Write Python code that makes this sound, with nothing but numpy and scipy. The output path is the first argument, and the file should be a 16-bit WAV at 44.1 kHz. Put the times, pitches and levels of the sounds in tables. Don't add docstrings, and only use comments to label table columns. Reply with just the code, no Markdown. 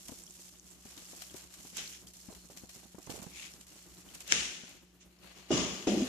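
import sys
import numpy as np
from scipy import signal
from scipy.fft import rfft, irfft
from scipy.io import wavfile
from scipy.ndimage import map_coordinates

SR = 44100
rng = np.random.default_rng(int(sys.argv[2]) if len(sys.argv) > 2 else 0)


def unload_wav(signal):
    wavfile.write(
        sys.argv[1],
        SR,
        np.round(np.clip(np.atleast_2d(signal).T, -1, 1) * 32767).astype(np.int16),
    )


N = 268128
TIME = np.arange(N) / SR

# t/s, fine spray level/dB, coarser babble level/dB
CHURN_CURVE = [(0, -54.5, -65), (0.66, -59.5, -68.5), (0.9, -55, -58.5), (1.1, -51.5, -58.5),
               (1.52, -59.5, -62), (1.8, -50, -63.5), (2.25, -59, -67), (2.5, -57.5, -64),
               (2.7, -59, -66.5), (2.92, -64.5, -68.5), (3.15, -57.5, -61), (3.3, -60, -64),
               (4.0, -58, -63), (4.68, -64.5, -59.5), (4.9, -84, -79.5), (5.17, -75, -69.5),
               (5.26, -68, -60), (6.08, -54, -49)]
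# t/s of the catch, lull depth/dB
FLOW_FALTERS = [(2.068, 20), (2.135, 12), (2.502, 14), (2.565, 15), (3.667, 18), (4.135, 7)]
# t/s, level/dB, left-right/dB
LARGE_DROPS = [(0.0547, -56, -16), (0.0832, -29.5, -6), (0.9765, -37.5, 17), (1.22, -31, 16),
               (1.34, -37.5, 11), (1.3665, -34.5, 2), (1.5394, -35, 8), (1.67, -38.5, 1),
               (1.7688, -26.5, -16), (2.349, -38, 5), (2.503, -45, 4), (2.572, -42.5, 32.5),
               (2.6932, -33.5, 5), (2.986, -49, -29), (3.028, -47, -25), (3.101, -30.5, 8.5),
               (3.228, -37, -17), (3.61, -35, -5), (3.667, -47, -6), (4.148, -33.5, -3), (4.205, -29.5, 0),
               (4.277, -33.5, 19), (4.692, -42, -11)]
# t/s, level/dB, f/Hz, left-right/dB
LARGE_POCKETS = [(0.091, -38, 227, 11), (0.118, -38.5, 229, 12.5), (0.853, -42.5, 200, 7),
                 (1.132, -43, 272, 13), (1.344, -38, 343, 10.5), (1.65, -42.5, 254, 3),
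                 (2.285, -38, 204, 10), (2.299, -42, 640, -18), (2.324, -41.5, 467, 7),
                 (2.499, -42.5, 480, -9), (2.635, -42, 200, 11.5), (2.76, -46.5, 195, -7),
                 (2.832, -43.5, 324, -9), (2.855, -48, 201, -11), (2.946, -42, 195, 11),
                 (2.983, -38.5, 312, -11.5), (3.757, -46, 306, 3), (4.32, -31.5, 331, 1.5),
                 (4.634, -43.5, 190, 8.5)]
# t/s, level/dB, left-right/dB
WATER_SLAPS = [(1.786, -32, -3), (4.3223, -3, 2)]
# t/s, level/dB, swell/s, hold/s, t60/s (time to fall 60 dB), left-right/dB,
# low wash level/dB and ringing of the glass level/dB, both relative to the splash
SPLASH_EVENTS = [(1.782, -39, 0.071, 0.01, 0.42, -1, -16, -14),
                 (1.927, -50, 0.056, 0.02, 0.23, -3, -36, -17),
                 (4.321, -29.5, 0.065, 0.033, 0.79, -0.5, -16.5, -19),
                 (5.011, -59, 0.035, 0.013, 0.21, -4.5, -12, -12),
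                 (5.376, -58, 0.14, 0.023, 0.3, 1, -4, -6), (5.519, -36, 0.029, 0.088, 0.84, 3, -2.5, 1.5),
                 (5.872, -37, 0.0033, 0.0097, 0.59, 3.5, -20.5, -7),
                 (5.983, -44, 0.05, 0.015, 0.52, -1, -15.5, 0.5)]
# t/s, level/dB, hold/s, t60/s, low limit f/Hz, ring level/dB relative to the bump
TANK_BUMPS = [(5.505, -27, 0.0087, 0.43, 55, -11), (5.582, -40, 0.0078, 0.91, 115, -7.5),
              (5.87, -24.5, 0.0055, 0.28, 196, -8.5), (5.915, -32.5, 0.052, 0.56, 229, -6.5)]
# t/s, f/Hz, level/dB
WALL_GROAN = [(5.86, 205, -71), (5.895, 203.8, -37), (5.927, 190.5, -25.5), (5.96, 298, -38),
              (5.995, 303.4, -32), (6.04, 253, -30.5), (6.08, 229, -52)]

# f/Hz, level/dB, t60/s
TANK_MODES = [(130.4, -18, 0.58), (206.6, 2.5, 0.39), (247, -16, 0.55), (315, -18, 0.24), (359, -4.5, 0.21),
              (588, -24, 0.12), (713, -12, 0.14)]
# f/Hz, level/dB, t60/s
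GLASS_MODES = [(1162, -10, 0.017), (2113, -19.5, 0.05), (2902, -10, 0.068), (3390, -11.5, 0.028),
               (4980, -11.5, 0.1), (5400, -11.5, 0.055), (6080, -10.5, 0.015), (6713, -7, 0.036),
               (7700, -21, 0.056)]
# f/Hz, level/dB (rms)
PUMP_TONES = [(60, -71), (120, -79.5), (180, -68), (300, -81), (361, -78.5), (598, -90.5), (780, -93.5)]

# f/Hz, level/dB
SPRAY_SPECTRUM = [(1800, -43), (3000, -10.5), (4200, -9.5), (4900, -5.5), (5500, -0.5), (6300, -0.5),
                  (7150, 1), (8700, -6.5), (11000, -6), (14000, -9.5), (15500, -33)]
# f/Hz, level/dB
BABBLE_SPECTRUM = [(290, -29.5), (500, -3.5), (756, -2.5), (829, -5.5), (892, -6.5), (1790, -5.5),
                   (2790, -3.5), (3640, -8.5), (4500, -3), (5850, -38), (9900, -120)]
# f/Hz, level/dB
FIZZ_SPECTRUM = [(600, -14), (1000, -18), (1450, -3), (2100, -1.5), (2900, 3), (3600, -1), (4500, -5),
                 (5600, 2), (6800, 2), (8500, -11), (11000, -16.5), (15000, -96)]
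# f/Hz, level/dB
WASH_SPECTRUM = [(24, -26), (40, -10), (65, -0.5), (87, -16), (177, -1), (455, -5), (497, -8.5),
                 (1300, -16.5), (1690, -48.5), (2860, -120)]
# f/Hz, level/dB
SWISH_SPECTRUM = [(900, -24), (1700, -21.5), (2250, -11), (2700, -12), (4300, -19), (6000, -15),
                  (7000, -11), (8200, -23.5), (12000, -24), (15000, -59)]
# f/Hz, level/dB
SLAP_SPECTRUM = [(300, -23), (1100, -23), (1750, 2), (2600, -4), (4200, -11), (5600, 4), (6600, -2),
                 (8200, -15), (14000, -30)]
# f/Hz, level/dB
BOOM_SPECTRUM = [(30, -17), (65, -4), (90, -12), (125, -2), (200, -3.5), (290, -0.5), (370, -1.5),
                 (470, -9.5), (620, -7.5), (780, -20.5), (960, -31), (1500, -39), (2500, -65)]
# f/Hz, level/dB
RUMBLE_SPECTRUM = [(20, -12.5), (45, -7.5), (65, 0.5), (90, -12), (130, -8.5), (180, -4), (240, -7),
                   (340, -5), (450, -14.5), (800, -19), (1300, -20.5), (2500, -27.5)]
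# f/Hz, left-right/dB
SPLASH_BALANCE = [(700, -7), (1300, 1.5), (2400, 9.5), (4400, 10), (6000, -2), (8000, -6), (14000, -4)]
# f/Hz, left-right/dB
SPRAY_BALANCE = [(60, -16), (110, 21), (200, -7), (380, 2.5), (700, 4.5), (1290, 4), (2380, 9.5),
                 (4400, 9.5), (8120, -10), (15000, 1)]

SAG_S, SPURT_DB, SPURT_S = .028, 2, .02
PUFF_DB, PUFF_SWELL_S, PUFF_T60_S = -20, .015, .14
SMALL_DROPS_PER_S, SMALL_DROP_OVER_SPRAY_DB, DROP_SIDE_SPREAD_DB = 3, 14, 9
GLUG_START_S, GLUG_GAP_S, GLUG_DB, GLUG_SIDE_DB = 3.072, .021, -38.5, -14.5
GLUG_FIRST_HZ, GLUG_LAST_HZ, GLUG_FADE_DB = 367, 220, 4
SMALL_PLOP_SPAN_S, SMALL_PLOP_DB, SMALL_PLOP_HZ, PLOP_SIDE_SPREAD_DB = (0.94, 3.7), -53, 215, 11.5
BUMP_PLOP_OVER_DB, BUMP_PLOP_HZ = 4, 335
SLAP_T60_S, SPLASH_FLUTTER_DB = .006, .7
SWISH_S, SWISH_LEVEL_DB = 3.375, -46.5
SWISH_SWELL_S, SWISH_HOLD_S, SWISH_T60_S = .14, .088, .2
WHISTLE_S, WHISTLE_LEVEL_DB, WHISTLE_HZ = 2.2, -72, 4270
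WHISTLE_SWELL_S, WHISTLE_HOLD_S, WHISTLE_T60_S = .3, .55, 1.2
WHISTLE_RING_S = .028
CUTOFF_HZ = 14650


def from_db(db):
    return 10 ** (np.asarray(db) / 20)


def rms_one(x):
    return x / np.sqrt(np.mean(x ** 2) + 1e-20)


def in_time(rows):
    s, *columns = np.transpose(rows)
    return [np.interp(TIME, s, column) for column in columns]


def pan(db):
    return from_db(np.array([[.5], [-.5]]) * db)


def drift(rate):
    knots = rng.standard_normal(4000)
    wander = map_coordinates(knots, [TIME[::20] * rate], order=3, mode="wrap")
    return rms_one(wander).repeat(20)[:N]


def colour(x, spectrum, sides=((100, 0), (1000, 0))):
    size = 4096
    log_hz = np.log(np.maximum(np.arange(size // 2 + 1) * SR / size, 1))
    curves = [np.transpose(points) for points in (spectrum, sides)]
    level_db, side_db = [np.interp(log_hz, np.log(hz), db) for hz, db in curves]
    cepstrum = irfft(np.log(from_db(level_db) * pan(side_db)))
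    cepstrum[:, 1:size // 2] *= 2
    cepstrum[:, size // 2 + 1:] = 0
    response = rms_one(irfft(np.exp(rfft(cepstrum)))) / np.sqrt(size)
    return signal.fftconvolve(x * np.ones((2, 1)), response, axes=1)[:, :N]


def stereo_noise(alike):
    shared = np.sqrt(alike) * rng.standard_normal(N)
    return shared + np.sqrt(1 - alike) * rng.standard_normal((2, N))


def grains(per_s, spread_db):
    born = rng.random(N) < per_s / SR
    sizes = from_db(spread_db * np.minimum(rng.exponential(1, N), 4))
    return rms_one(born * sizes * rng.standard_normal((2, N)))


def ring(x, hz, t60):
    r, w = from_db(-60 / (t60 * SR)), 2 * np.pi * hz / SR
    return signal.lfilter([0, np.sin(w)], [1, -2 * r * np.cos(w), r * r], x + 1e-18)


def fade(age, t60):
    return np.exp(-np.log(1000) * age / t60)


def surge(s, swell, hold, t60):
    rise_db = -30 * np.maximum(s - TIME, 0) / swell
    fall_db = -60 * np.maximum(TIME - s - hold, 0) / t60
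    return from_db(np.maximum(rise_db + fall_db, -200))


def cracks(rows, t60, tail_db, tail_t60, rise_s):
    out, age = np.zeros((2, N + SR)), np.arange(SR // 5) / SR
    burst, scatter = fade(age, t60), from_db(tail_db) * fade(age, tail_t60)
    attack = 1 - np.exp(-age / rise_s)
    for s, level_db, side_db in rows:
        at = round(s * SR)
        crack = burst * rng.choice([-1, 1], (2, len(age)))
        crack = crack + scatter * rng.standard_normal((2, len(age)))
        out[:, at:at + len(age)] += from_db(level_db) * pan(side_db) * attack * crack
    return out[:, :N]


def pump(rumble_db=-64.5, waver_db=1.0, phase_waver=0.41):
    hum = 0
    for hz, level_db in PUMP_TONES:
        gain = from_db(level_db + waver_db * drift(20)) * np.sqrt(2)
        hum = hum + gain * np.sin(2 * np.pi * hz * TIME + phase_waver * drift(3.09))
    spray_db = in_time(CHURN_CURVE)[0]
    follow_db = 0.15 * (spray_db - np.median(spray_db))
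    rumble = from_db(rumble_db + follow_db + 4.4 * drift(35)) * stereo_noise(0.55)
    return hum + colour(rumble, RUMBLE_SPECTRUM)


def whistle(waver_db=2):
    gain = from_db(WHISTLE_LEVEL_DB + waver_db * drift(24.83))
    gain = gain * surge(WHISTLE_S, WHISTLE_SWELL_S, WHISTLE_HOLD_S, WHISTLE_T60_S)
    return gain * rms_one(ring(stereo_noise(0.068), WHISTLE_HZ, WHISTLE_RING_S))


def groan():
    hz, level_db = in_time(WALL_GROAN)
    gain = from_db(level_db + 2.9 * drift(70))
    turns = np.cumsum(hz * (1 + 0.08 * drift(90))) / SR
    return gain * np.sin(2 * np.pi * turns) * (TIME > WALL_GROAN[0][0])


def bumps(judder_db=0.0):
    boom, drive = 0, 0
    for s, level_db, hold, t60, low_hz, ring_db in TANK_BUMPS:
        gain = from_db(level_db + judder_db * drift(130))
        push = gain * surge(s, 0.00067, hold, t60) * stereo_noise(0.83)
        no_bass = signal.butter(2, low_hz, "high", fs=SR, output="sos")
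        boom = boom + signal.sosfilt(no_bass, push)
        drive = drive + from_db(ring_db) * push
    rings = sum(from_db(level_db) * rms_one(ring(drive, hz, t60)) for hz, level_db, t60 in TANK_MODES)
    return colour(boom, BOOM_SPECTRUM) + from_db(0.5) * np.std(drive) * rings + groan()


def glass_ringing():
    side_hz, side_db = np.transpose(SPLASH_BALANCE)
    glass = 0
    for hz, level_db, t60 in GLASS_MODES:
        mode = pan(np.interp(hz, side_hz, side_db)) * ring(stereo_noise(0.045), hz, t60)
        glass = glass + from_db(level_db) * rms_one(mode)
    return glass


def slaps():
    bursts = cracks(WATER_SLAPS, t60=SLAP_T60_S, tail_db=0, tail_t60=SLAP_T60_S, rise_s=.0005)
    return colour(bursts, SLAP_SPECTRUM, SPLASH_BALANCE)


def swish():
    gain = from_db(SWISH_LEVEL_DB) * surge(SWISH_S, SWISH_SWELL_S, SWISH_HOLD_S, SWISH_T60_S)
    return colour(gain * grains(per_s=4900, spread_db=1), SWISH_SPECTRUM, SPRAY_BALANCE)


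def splashes(steady_glass_db=-8):
    fizz, wash = 0, 0
    on_glass = from_db(in_time(CHURN_CURVE)[1] + steady_glass_db)
    for s, level_db, swell, hold, t60, side_db, wash_db, glass_db in SPLASH_EVENTS:
        gain = from_db(level_db) * surge(s, swell, hold, t60)
        fizz = np.hypot(fizz, gain * pan(side_db))
        wash = np.hypot(wash, gain * from_db(wash_db))
        on_glass = np.hypot(on_glass, gain * from_db(glass_db))
    fizz = fizz * from_db(SPLASH_FLUTTER_DB * drift(120)) * grains(per_s=22000, spread_db=1)
    solid = on_glass * glass_ringing() + slaps() + swish()
    return solid + colour(fizz, FIZZ_SPECTRUM, SPLASH_BALANCE) + colour(wash * stereo_noise(0.78), WASH_SPECTRUM)


def glug(count=10, jitter_s=0.00397, spread_db=2.0, pitch_spread=0.29):
    late, loud, high = rng.standard_normal((count, 3)).T
    times = GLUG_START_S + GLUG_GAP_S * np.arange(count) + jitter_s * late
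    levels = GLUG_DB - np.linspace(0, GLUG_FADE_DB, count) + spread_db * loud
    pitches = np.geomspace(GLUG_FIRST_HZ, GLUG_LAST_HZ, count) * np.exp(pitch_spread * high)
    return [(s, level_db, hz, GLUG_SIDE_DB) for s, level_db, hz in zip(times, levels, pitches)]


def small_plops(count=9, pitch_spread=0.13):
    times = rng.uniform(*SMALL_PLOP_SPAN_S, count)
    high, side = rng.standard_normal((count, 2)).T
    pitches = SMALL_PLOP_HZ * np.exp(pitch_spread * high)
    sides = PLOP_SIDE_SPREAD_DB * side
    return [(s, SMALL_PLOP_DB, hz, side_db) for s, hz, side_db in zip(times, pitches, sides)]


def air_pockets():
    shaken = [(s, level_db + BUMP_PLOP_OVER_DB, BUMP_PLOP_HZ, 0) for s, level_db, *_ in TANK_BUMPS]
    return LARGE_POCKETS + glug() + small_plops() + shaken


def plops(cycles=5.5, splat_db=-10, splat_t60=0.082, thud_db=-12, thud_hz=120, gain_db=-1.5):
    out, age = np.zeros((2, N + SR)), np.arange(SR // 8) / SR
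    dull = signal.butter(2, [110, 700], "band", fs=SR, output="sos")
    thud = 2 * from_db(thud_db) * np.sin(2 * np.pi * thud_hz * age) * np.exp(-age / 0.0024)
    for s, level_db, hz, side_db in air_pockets():
        swell = (1 - np.exp(-age / 0.0028)) * fade(age, cycles / hz)
        tone = 2 * swell * np.sin(2 * np.pi * hz * age * (1 + 6 * age))
        splat = rms_one(signal.sosfilt(dull, rng.standard_normal(len(age)))) * fade(age, splat_t60)
        plop = tone + thud + from_db(splat_db) * splat
        at = round(s * SR)
        out[:, at:at + len(age)] += from_db(level_db + gain_db) * pan(side_db) * plop
    return out[:, :N]


def churning():
    dip_db = 0
    for s, depth_db in FLOW_FALTERS:
        away = np.abs(TIME - s)
        lull_db, spurt_db = -depth_db * np.exp(-away / SAG_S), SPURT_DB * np.exp(-away / SPURT_S)
        dip_db = dip_db + np.where(TIME < s, lull_db, spurt_db)
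    return [level_db + dip_db for level_db in in_time(CHURN_CURVE)]


def small_drops():
    spray_db = in_time(CHURN_CURVE)[0]
    at = np.flatnonzero(rng.random(N) < SMALL_DROPS_PER_S / SR)
    side_db = DROP_SIDE_SPREAD_DB * rng.standard_normal(N)
    return list(zip(TIME[at], spray_db[at] + SMALL_DROP_OVER_SPRAY_DB, side_db[at]))


def tiny_bubbles():
    pitches = np.geomspace(2300, 9500, num=26)
    return rms_one(sum(ring(grains(per_s=14, spread_db=7.5), hz, 45 / hz) for hz in pitches))


def surface(spray_gain_db=0.5, babble_gain_db=-1, flutter_db=2.02, slosh_db=2.2, slosh_rate=15,
            drop_db=-5, ping_db=-10, puff_babble_db=-5):
    spray_db, babble_db = churning()
    puffs = 0
    for s, level_db, _ in LARGE_DROPS:
        puffs = puffs + from_db(level_db + PUFF_DB) * surge(s, PUFF_SWELL_S, 0, PUFF_T60_S)
    slosh = slosh_db * drift(slosh_rate)
    flutter = 0.56 * drift(55) + .6 * drift(220)
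    clumps = from_db(slosh + flutter_db * flutter)
    spray_gain = np.hypot(from_db(spray_db + spray_gain_db), puffs)
    spray = spray_gain * clumps * grains(per_s=14000, spread_db=3.5)
    babble_gain = np.hypot(from_db(babble_db + babble_gain_db), from_db(puff_babble_db) * puffs)
    babble = babble_gain * clumps * grains(per_s=6000, spread_db=1)
    drops = cracks(LARGE_DROPS + small_drops(), t60=.013, tail_db=-14, tail_t60=.06, rise_s=.0008)
    drops = from_db(drop_db) * drops
    pings = from_db(spray_db + ping_db) * tiny_bubbles()
    fine = colour(spray + drops + pings, SPRAY_SPECTRUM, SPRAY_BALANCE)
    return fine + colour(babble + 0.34 * drops, BABBLE_SPECTRUM, SPRAY_BALANCE)


def scene():
    return surface() + whistle() + plops() + splashes() + bumps() + pump()


def record(dry):
    bass_cut = signal.butter(2, 40, "high", fs=SR, output="sos")
    rounded = np.tanh(signal.sosfilt(bass_cut, dry))
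    top_cut = signal.ellip(10, .3, 70, CUTOFF_HZ, fs=SR, output="sos")
    return signal.sosfilt(top_cut, rounded)


dry = scene()
out = record(dry)
unload_wav(out)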